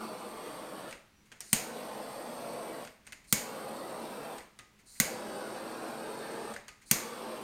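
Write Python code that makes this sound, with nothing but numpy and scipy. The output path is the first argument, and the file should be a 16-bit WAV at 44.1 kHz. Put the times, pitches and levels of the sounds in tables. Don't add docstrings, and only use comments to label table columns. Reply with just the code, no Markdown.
import sys
import numpy as np
from scipy import signal
from scipy.fft import rfft, irfft, next_fast_len
from scipy.io import wavfile
from scipy.ndimage import uniform_filter1d, map_coordinates

SR = 44100
rng = np.random.default_rng(int(sys.argv[2]) if len(sys.argv) > 2 else 0)


def unload_audio(sound):
    columns = np.transpose(np.atleast_2d(sound))
    steps = np.round(np.clip(columns, -1, 1) * 32767)
    wavfile.write(sys.argv[1], SR, steps.astype(np.int16))


N = 327663

# (gas opens [s], cold gas [dB], roar [dB], jet hiss [dB], favoured pitch [Hz], its boost [dB],
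#  body [dB], presence [dB], treble [dB])
BURNS = [(-.4, -55, -46, -56, 1290, 6, -2, 1, -.5), (1.43, -56.5, -45, -54.5, 632, 4, -2, -1, 0),
         (3.268, -55, -44, -55.5, 738, 1.5, -1.5, .5, 0),
         (4.854, -57, -43.5, -53.5, 1590, 4.5, 2.5, -0.9, -4),
         (6.853, -55.5, -45.8, -55.5, 1095, 7, 6, 3, -1.5)]
# (time [s], snap level [dB], thump level [dB], snap rise [s], lower ring [Hz], upper ring [Hz])
SNAPS = [(1.5291, -15.5, -27, 0.0013, 2830, 8560), (3.3257, -14.5, -27, 0.00042, 7600, 14400),
         (5.0003, -14.5, -26.5, 0.00058, 1550, 11200), (6.9117, -14.5, -25, 0.00078, 6000, 12800)]
# (time [s], valve level [dB], stop level [dB], trigger travel [s], stop's ring [Hz])
RELEASES = [(0.908, -44.5, -43, 0.018, 2660), (2.848, -46, -48, .025, 2720), (4.381, -43, -54, 0.024, 1997),
            (6.537, -43.5, -42, .025, 1780)]
# (frequency [Hz], width [Hz], relative level [dB])
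ROOM_MODES = [(139, 19, 6), (217.5, 38, 4.5), (323, 8.6, 0.5), (510, 20, -3.5), (620, 47, -7)]
DRIFT_PER_S = 4.5


def amp(db):
    return 10 ** (np.asarray(db) / 20)


def unit(x):
    return x / np.sqrt(np.mean(x ** 2) + 1e-20)


def along(points, hz):
    f, v = np.transpose(points)
    return np.interp(np.log(hz + 1), np.log(f + 1), v)


def wobble(rate):
    knots = rng.standard_normal(int(N * rate / SR) + 4)
    return map_coordinates(knots, [np.arange(N) * rate / SR])


def gate(start, stop, rise, fall):
    t = np.arange(N) / SR
    swell = 1 - np.exp(-np.maximum(t - start, 0) / rise)
    return swell * np.exp(-np.maximum(t - stop, 0) / fall)


def filtered(x, response):
    m = next_fast_len(len(x) + SR // 8)
    return irfft(rfft(x, m) * response(np.fft.rfftfreq(m, 1 / SR)), m)[:len(x)]


def resonate(x, modes):
    def response(f):
        ringing = sum(amp(db) * 1j * f * width / (hz * hz - f * f + 1j * f * width)
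                      for hz, width, db in modes)
        return 1 + ringing
    return filtered(x, response)


def noise(spectrum, size=N):
    return unit(filtered(rng.standard_normal(size), lambda hz: amp(along(spectrum, hz))))


def smooth_patches(shape, bins, frames):
    grain = uniform_filter1d(rng.standard_normal(shape), size=bins, axis=0)
    return unit(uniform_filter1d(grain, size=frames, axis=1))


def add(track, s, sound):
    part = track[round(s * SR):][:len(sound)]
    part += sound[:len(part)]


def burn_times():
    opens = [s for s, *_ in BURNS]
    lit = opens[:1] + [s for s, *_ in SNAPS]
    shut = [s for s, *_ in RELEASES] + [N / SR + .5]
    return zip(opens, lit, shut)


def workroom(rush_db=-65.5):
    # (frequency [Hz], relative density [dB])
    rush_spectrum = [(20, -9.5), (45, -1.5), (65, -7), (100, -5.5), (200, -6), (600, -19), (1200, -17),
                     (2200, -18), (3600, -22), (6400, -26), (16000, -34)]
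    # (frequency [Hz], level [dB])
    hum_hz, hum_db = (210, -78.5)
    hum = np.sin(2 * np.pi * hum_hz * np.arange(N) / SR + .6 * wobble(3.3))
    return amp(rush_db) * noise(rush_spectrum) + amp(hum_db) * unit(hum)


def room_tail(build=0.0018):
    # (frequency [Hz], t60 [s])
    decay_times = [(120, 0.27), (500, 0.42), (2000, 0.49), (7000, 0.41), (11000, 0.37), (15000, 0.44)]
    hz, t, z = signal.stft(rng.standard_normal(SR // 2), SR, nperseg=256)
    decay = amp(-60 * t / along(decay_times, hz)[:, None])
    tail = signal.istft(z * decay, SR, nperseg=256)[1][:SR // 2]
    tail = tail * (1 - np.exp(-(np.arange(len(tail)) / SR / build) ** 2))
    return tail / np.linalg.norm(tail)


def reverb(x):
    return signal.fftconvolve(x, room_tail())[:len(x)]


def moving_reverb(x, count=16):
    wet = np.zeros(N)
    for part in np.array_split(np.arange(N), count):
        stretch = np.pad(x[part], (0, SR // 2))
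        add(wet, part[0] / SR, reverb(stretch))
    return wet


def tank():
    # (time [s], ring level before each note's own [dB])
    knocks = [(0.927, -64), (4.592, -59), (6.684, -59.5)]
    # (frequency [Hz], relative level [dB], t60 [s])
    notes = [(1240, 1, 0.44), (2000, 1, .36)]
    track, t = np.zeros(N), np.arange(SR // 2) / SR
    ring = sum(amp(db - 60 * t / t60) * np.sin(2 * np.pi * hz * t) for hz, db, t60 in notes)
    for s, db in knocks:
        add(track, s, amp(db) * ring)
    return track


def blow(rings, rise, t60, rattle_db, rattle_t60, metal_db, room_db):
    # (frequency [Hz], relative density [dB])
    crack_spectrum = [(200, -13), (900, -5.5), (1600, -6), (3000, 1.5), (5200, -1.5), (6500, 0.5),
                      (9000, 2), (12000, -2.5), (14300, -3), (16000, -9.5)]
    # (frequency [Hz], width [Hz], relative level [dB])
    housing_modes = [(1610, 270, 8), (1980, 180, 3), (4670, 300, -3), (6350, 1100, -1), (8730, 970, 2),
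                     (12900, 1100, -10.5), (14050, 800, 8.5)]
    # (frequency [Hz], relative level [dB], t60 [s])
    metal_notes = [(2225, -26, 0.53), (6270, -21, 0.17), (6650, -14, 0.044), (6800, -26.5, 0.18),
                   (7100, -31, 0.16), (8900, -25.5, .1)]
    # (frequency [Hz], relative density [dB])
    radiated_spectrum = [(300, -0.5), (1250, -5.5), (2100, 2), (3400, -7), (4700, -1.5), (5700, -3.5),
                         (6800, 5), (7900, -4), (8900, 2), (10300, -7.5), (12200, -7), (13000, -5.5),
                         (14400, -8.5), (15800, -20)]
    t = np.arange(SR // 2) / SR
    swell = 1 - np.exp(-(t / rise) ** 2)
    decay = amp(-60 * t / t60) + amp(rattle_db - 60 * t / rattle_t60)
    force = swell * decay * noise(crack_spectrum, size=len(t))
    hit = resonate(resonate(force, housing_modes), rings)
    hit = hit / np.sqrt(uniform_filter1d(hit ** 2, size=128).max())
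    metal = np.zeros(len(t))
    for hz, db, life in metal_notes:
        ring_level = amp(db + rng.normal(0, 1.8) - 60 * t / life)
        metal += ring_level * np.sin(2 * np.pi * (hz * t + rng.random()))
    wash = swell * filtered(room_tail(), lambda hz: amp(along(radiated_spectrum, hz)))
    wash = resonate(wash, [(hz, width, db - 9.5) for hz, width, db in rings])
    wash = wash * np.linalg.norm(hit) / np.linalg.norm(wash)
    return hit + amp(metal_db) * swell * metal + amp(room_db) * wash


def click(rise, tilt_db, ring_hz, ring_db=8, ring_width_hz=380, dull_hz=11000):
    sound = blow([(ring_hz, ring_width_hz, ring_db)], rise, t60=0.019,
                 rattle_db=-15.0, rattle_t60=0.11, metal_db=-13, room_db=-5)

    def tilt(hz):
        octaves = np.log2(np.maximum(hz, 1500) / 5000)
        return amp(tilt_db * octaves) / np.sqrt(1 + (hz / dull_hz) ** 6)
    return filtered(sound, tilt)


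def grip(waver_hz=45, stutter_db=3):
    # (time [s], level before the treble tilt [dB])
    shifts = [(1.251, -65.5), (1.35, -64), (3.045, -64.5), (3.238, -61), (4.786, -62.5), (4.95, -58.5),
              (6.812, -58), (6.893, -61)]
    # (rise [s], treble tilt [dB per octave], ring [Hz])
    scuff = (0.012, -1.7, 2200)
    # (start [s], end [s], mean pitch [Hz], mean level [dB])
    start, end, hz, squeak_db = (1.11, 1.22, 5850, -75)
    tone = np.sin(2 * np.pi * np.cumsum(hz + waver_hz * wobble(120)) / SR)
    stutter = amp(squeak_db + stutter_db * wobble(40))
    track = stutter * gate(start, end, rise=0.027, fall=.05) * tone
    for s, db in shifts:
        add(track, s, amp(db) * click(*scuff))
    return track


def catches(rise=0.00055):
    # (time [s], level [dB], treble tilt [dB per octave], ring [Hz], rebound relative to click [dB])
    catch_clicks = [(1.317, -49.5, -5, 3200, 0), (1.405, -34, 0, 5540, -16.5), (3.067, -46, -3, 8800, -1.5),
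                    (3.122, -42.5, -1.5, 2050, -1), (4.589, -44, -3.5, 3620, -7.5),
                    (6.681, -43, -3, 4600, -4)]
    # (delay [s], added tilt [dB per octave], ring [Hz])
    delay, duller_db, rebound_hz = (.006, -1.3, 2650)
    track = np.zeros(N)
    for s, db, tilt_db, ring_hz, rebound_db in catch_clicks:
        add(track, s, amp(db) * click(rise, tilt_db, ring_hz))
        rebound = click(rise, tilt_db + duller_db, rebound_hz)
        add(track, s + delay, amp(db + rebound_db) * rebound)
    return track


def releases():
    # (rise [s], treble tilt [dB per octave], ring [Hz])
    valve_tick = (.0015, -6.5, 7800)
    # (rise [s], treble tilt [dB per octave])
    trigger_stop = (.001, -6.5)
    track = np.zeros(N)
    for s, valve_db, stop_db, travel, ring_hz in RELEASES:
        add(track, s, amp(valve_db) * click(*valve_tick))
        add(track, s + travel, amp(stop_db) * click(*trigger_stop, ring_hz))
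    return track


def cold_gas(whistle_db=-4, pressure_rise=0.1):
    # (frequency [Hz], relative density [dB])
    hiss_spectrum = [(900, -27), (1750, -20.5), (2400, -30), (3400, -21), (4100, 3.5), (5500, -5),
                     (6900, -0.5), (8000, 0), (9400, 5), (10300, -10), (11600, -13), (13200, -8.5),
                     (15000, -19.5)]
    # (frequency [Hz], relative density [dB])
    whistle_spectrum = [(8000, -36.5), (9350, -2), (10300, -22.5), (12000, -26.5), (13200, -6),
                        (14500, -23)]
    flow, pressure = np.zeros(N), np.zeros(N)
    for (opens, lit, _), (_, db, *_) in zip(burn_times(), BURNS):
        flow += amp(db) * gate(opens, lit, rise=.018, fall=.01)
        pressure += amp(db) * gate(opens, lit, rise=pressure_rise, fall=.01) ** 2
    whistle = amp(whistle_db) * pressure * noise(whistle_spectrum)
    return flow * noise(hiss_spectrum) + whistle


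def thump(ring_hz=195, swell=0.002, lag=0.00093):
    t = np.maximum(np.arange(SR // 2) / SR - lag, 0)
    push = (t / swell) ** 2 * np.exp(-t / swell)
    return -push / push.max() * np.sin(2 * np.pi * ring_hz * t)


def ignitions(thump_room_db=-8, thump_ring_db=-6, ring_db=1, ring_width_hz=700):
    track = np.zeros(N)
    thump_modes = [(hz, width, db + thump_ring_db) for hz, width, db in ROOM_MODES]
    for s, snap_db, thump_db, rise, *ring_hz in SNAPS:
        rings = [(hz, ring_width_hz, ring_db) for hz in ring_hz]
        snap = blow(rings, rise, t60=0.0135, rattle_db=-15, rattle_t60=0.074, metal_db=-2.5, room_db=-5.3)
        pop = amp(thump_db) * thump()
        boom = resonate(pop, thump_modes)
        add(track, s, amp(snap_db) * snap + boom + amp(thump_room_db) * reverb(pop))
    return track


def aimed(x, octaves=0.12, wander_octaves=.08, body_hz=380, presence_hz=2900, treble_hz=9500,
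          bass_hz=230, patchy_db=1.7, ripple_db=1.6, ripple_hz=900):
    hz, t, z = signal.stft(x, SR, nperseg=1024)
    opens, *_, favoured_hz, boost_db, body_db, presence_db, treble_db = np.transpose(BURNS)
    burn = np.searchsorted(opens, t) - 1
    wander = np.interp(t, np.arange(N) / SR, wobble(DRIFT_PER_S))
    centre = favoured_hz[burn] * 2 ** (wander_octaves * wander)
    f = hz[:, None] + 1

    def bump(at, width):
        return np.exp(-.5 * (np.log2(f / at) / width) ** 2)

    def above(edge):
        return 1 / (1 + (edge / f) ** 6)

    patches = smooth_patches(z.shape, bins=4, frames=4)
    ripple = smooth_patches(z.shape, bins=3, frames=30)
    colour_db = (boost_db[burn] * bump(centre, octaves) + body_db[burn] * bump(body_hz, 0.11)
                 + presence_db[burn] * bump(presence_hz, 0.29) + treble_db[burn] * above(treble_hz))
    chance_db = patchy_db * above(bass_hz) * patches + ripple_db * above(ripple_hz) * ripple
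    return signal.istft(z * amp(colour_db + chance_db), SR, nperseg=1024)[1][:N]


def flame(roar_db=-0.1, jet_db=-0.35, flutter_db=-0.25, jet_flutter_db=.9):
    # (frequency [Hz], relative density [dB])
    roar_spectrum = [(40, -51), (90, -29), (125, -16), (175, -8), (230, -5.5), (380, -2), (480, 2.55),
                     (650, -2.5), (850, -1), (1100, -6), (1400, -9.5), (1800, -14), (2400, -21),
                     (5000, -38)]
    # (frequency [Hz], relative density [dB])
    jet_spectrum = [(900, -25), (2200, 8), (3100, 6.5), (3800, 5.5), (4700, 3), (5500, 2), (7000, -5.5),
                    (7700, -2.5), (8700, 1), (10200, -6), (11800, 0), (12700, -2), (13900, -3.5),
                    (15500, -22.5)]
    # (frequency [Hz], width [Hz], relative level [dB])
    nozzle_modes = [(4555, 320, 0), (8670, 1180, 6.5), (13800, 1100, -4.5)]
    # (time [s], length [s], roar's rise [dB])
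    flares = [(0.005, 0.045, 4.5), (0.451, 0.041, 3.5), (2.448, 0.24, 0.6), (3.866, 0.099, 0.6),
              (5.83, 0.082, 2.3)]
    surge_db, settle_s = 1, 0.44
    sweep_db, drift_db = -0.1, 0.05
    starve_s = 0.014
    t = np.arange(N) / SR
    burning, flowing = np.zeros(N), np.zeros(N)
    for (_, lit, shut), (_, _, burn_roar_db, burn_jet_db, *_) in zip(burn_times(), BURNS):
        sweep = np.sin(np.pi * np.clip((t - lit) / (shut - lit), 0, 1)) - 2 / np.pi
        surge = np.exp(-np.maximum(t - lit, 0) / settle_s)
        burning += amp(burn_roar_db + sweep_db * sweep) * gate(lit, shut - starve_s, rise=0.026, fall=0.0041)
        flowing += amp(burn_jet_db + surge_db * surge) * gate(lit, shut, rise=.01, fall=.021)
    flare = sum(db * gate(s, s + length, rise=0.0036, fall=0.015) for s, length, db in flares)
    drift = drift_db * wobble(DRIFT_PER_S)
    roar_level = amp(roar_db + drift + flare + flutter_db * wobble(60))
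    jet_level = amp(jet_db + drift + .5 * flare + jet_flutter_db * wobble(150))
    roar = roar_level * unit(resonate(noise(roar_spectrum), ROOM_MODES))
    jet = jet_level * unit(resonate(noise(jet_spectrum), nozzle_modes))
    return aimed(burning * roar + flowing * jet)


def scene(room_db=-3):
    gas = flame() + cold_gas()
    handling = releases() + catches() + grip() + tank()
    echoes = amp(room_db) * moving_reverb(gas)
    return (gas + echoes + ignitions() + handling + workroom())[None]


def record(dry, top_hz=16000):
    return np.array([filtered(channel, lambda hz: 1 / (1 + (hz / top_hz) ** 120)) for channel in dry])


dry = scene()
out = record(dry)
unload_audio(out)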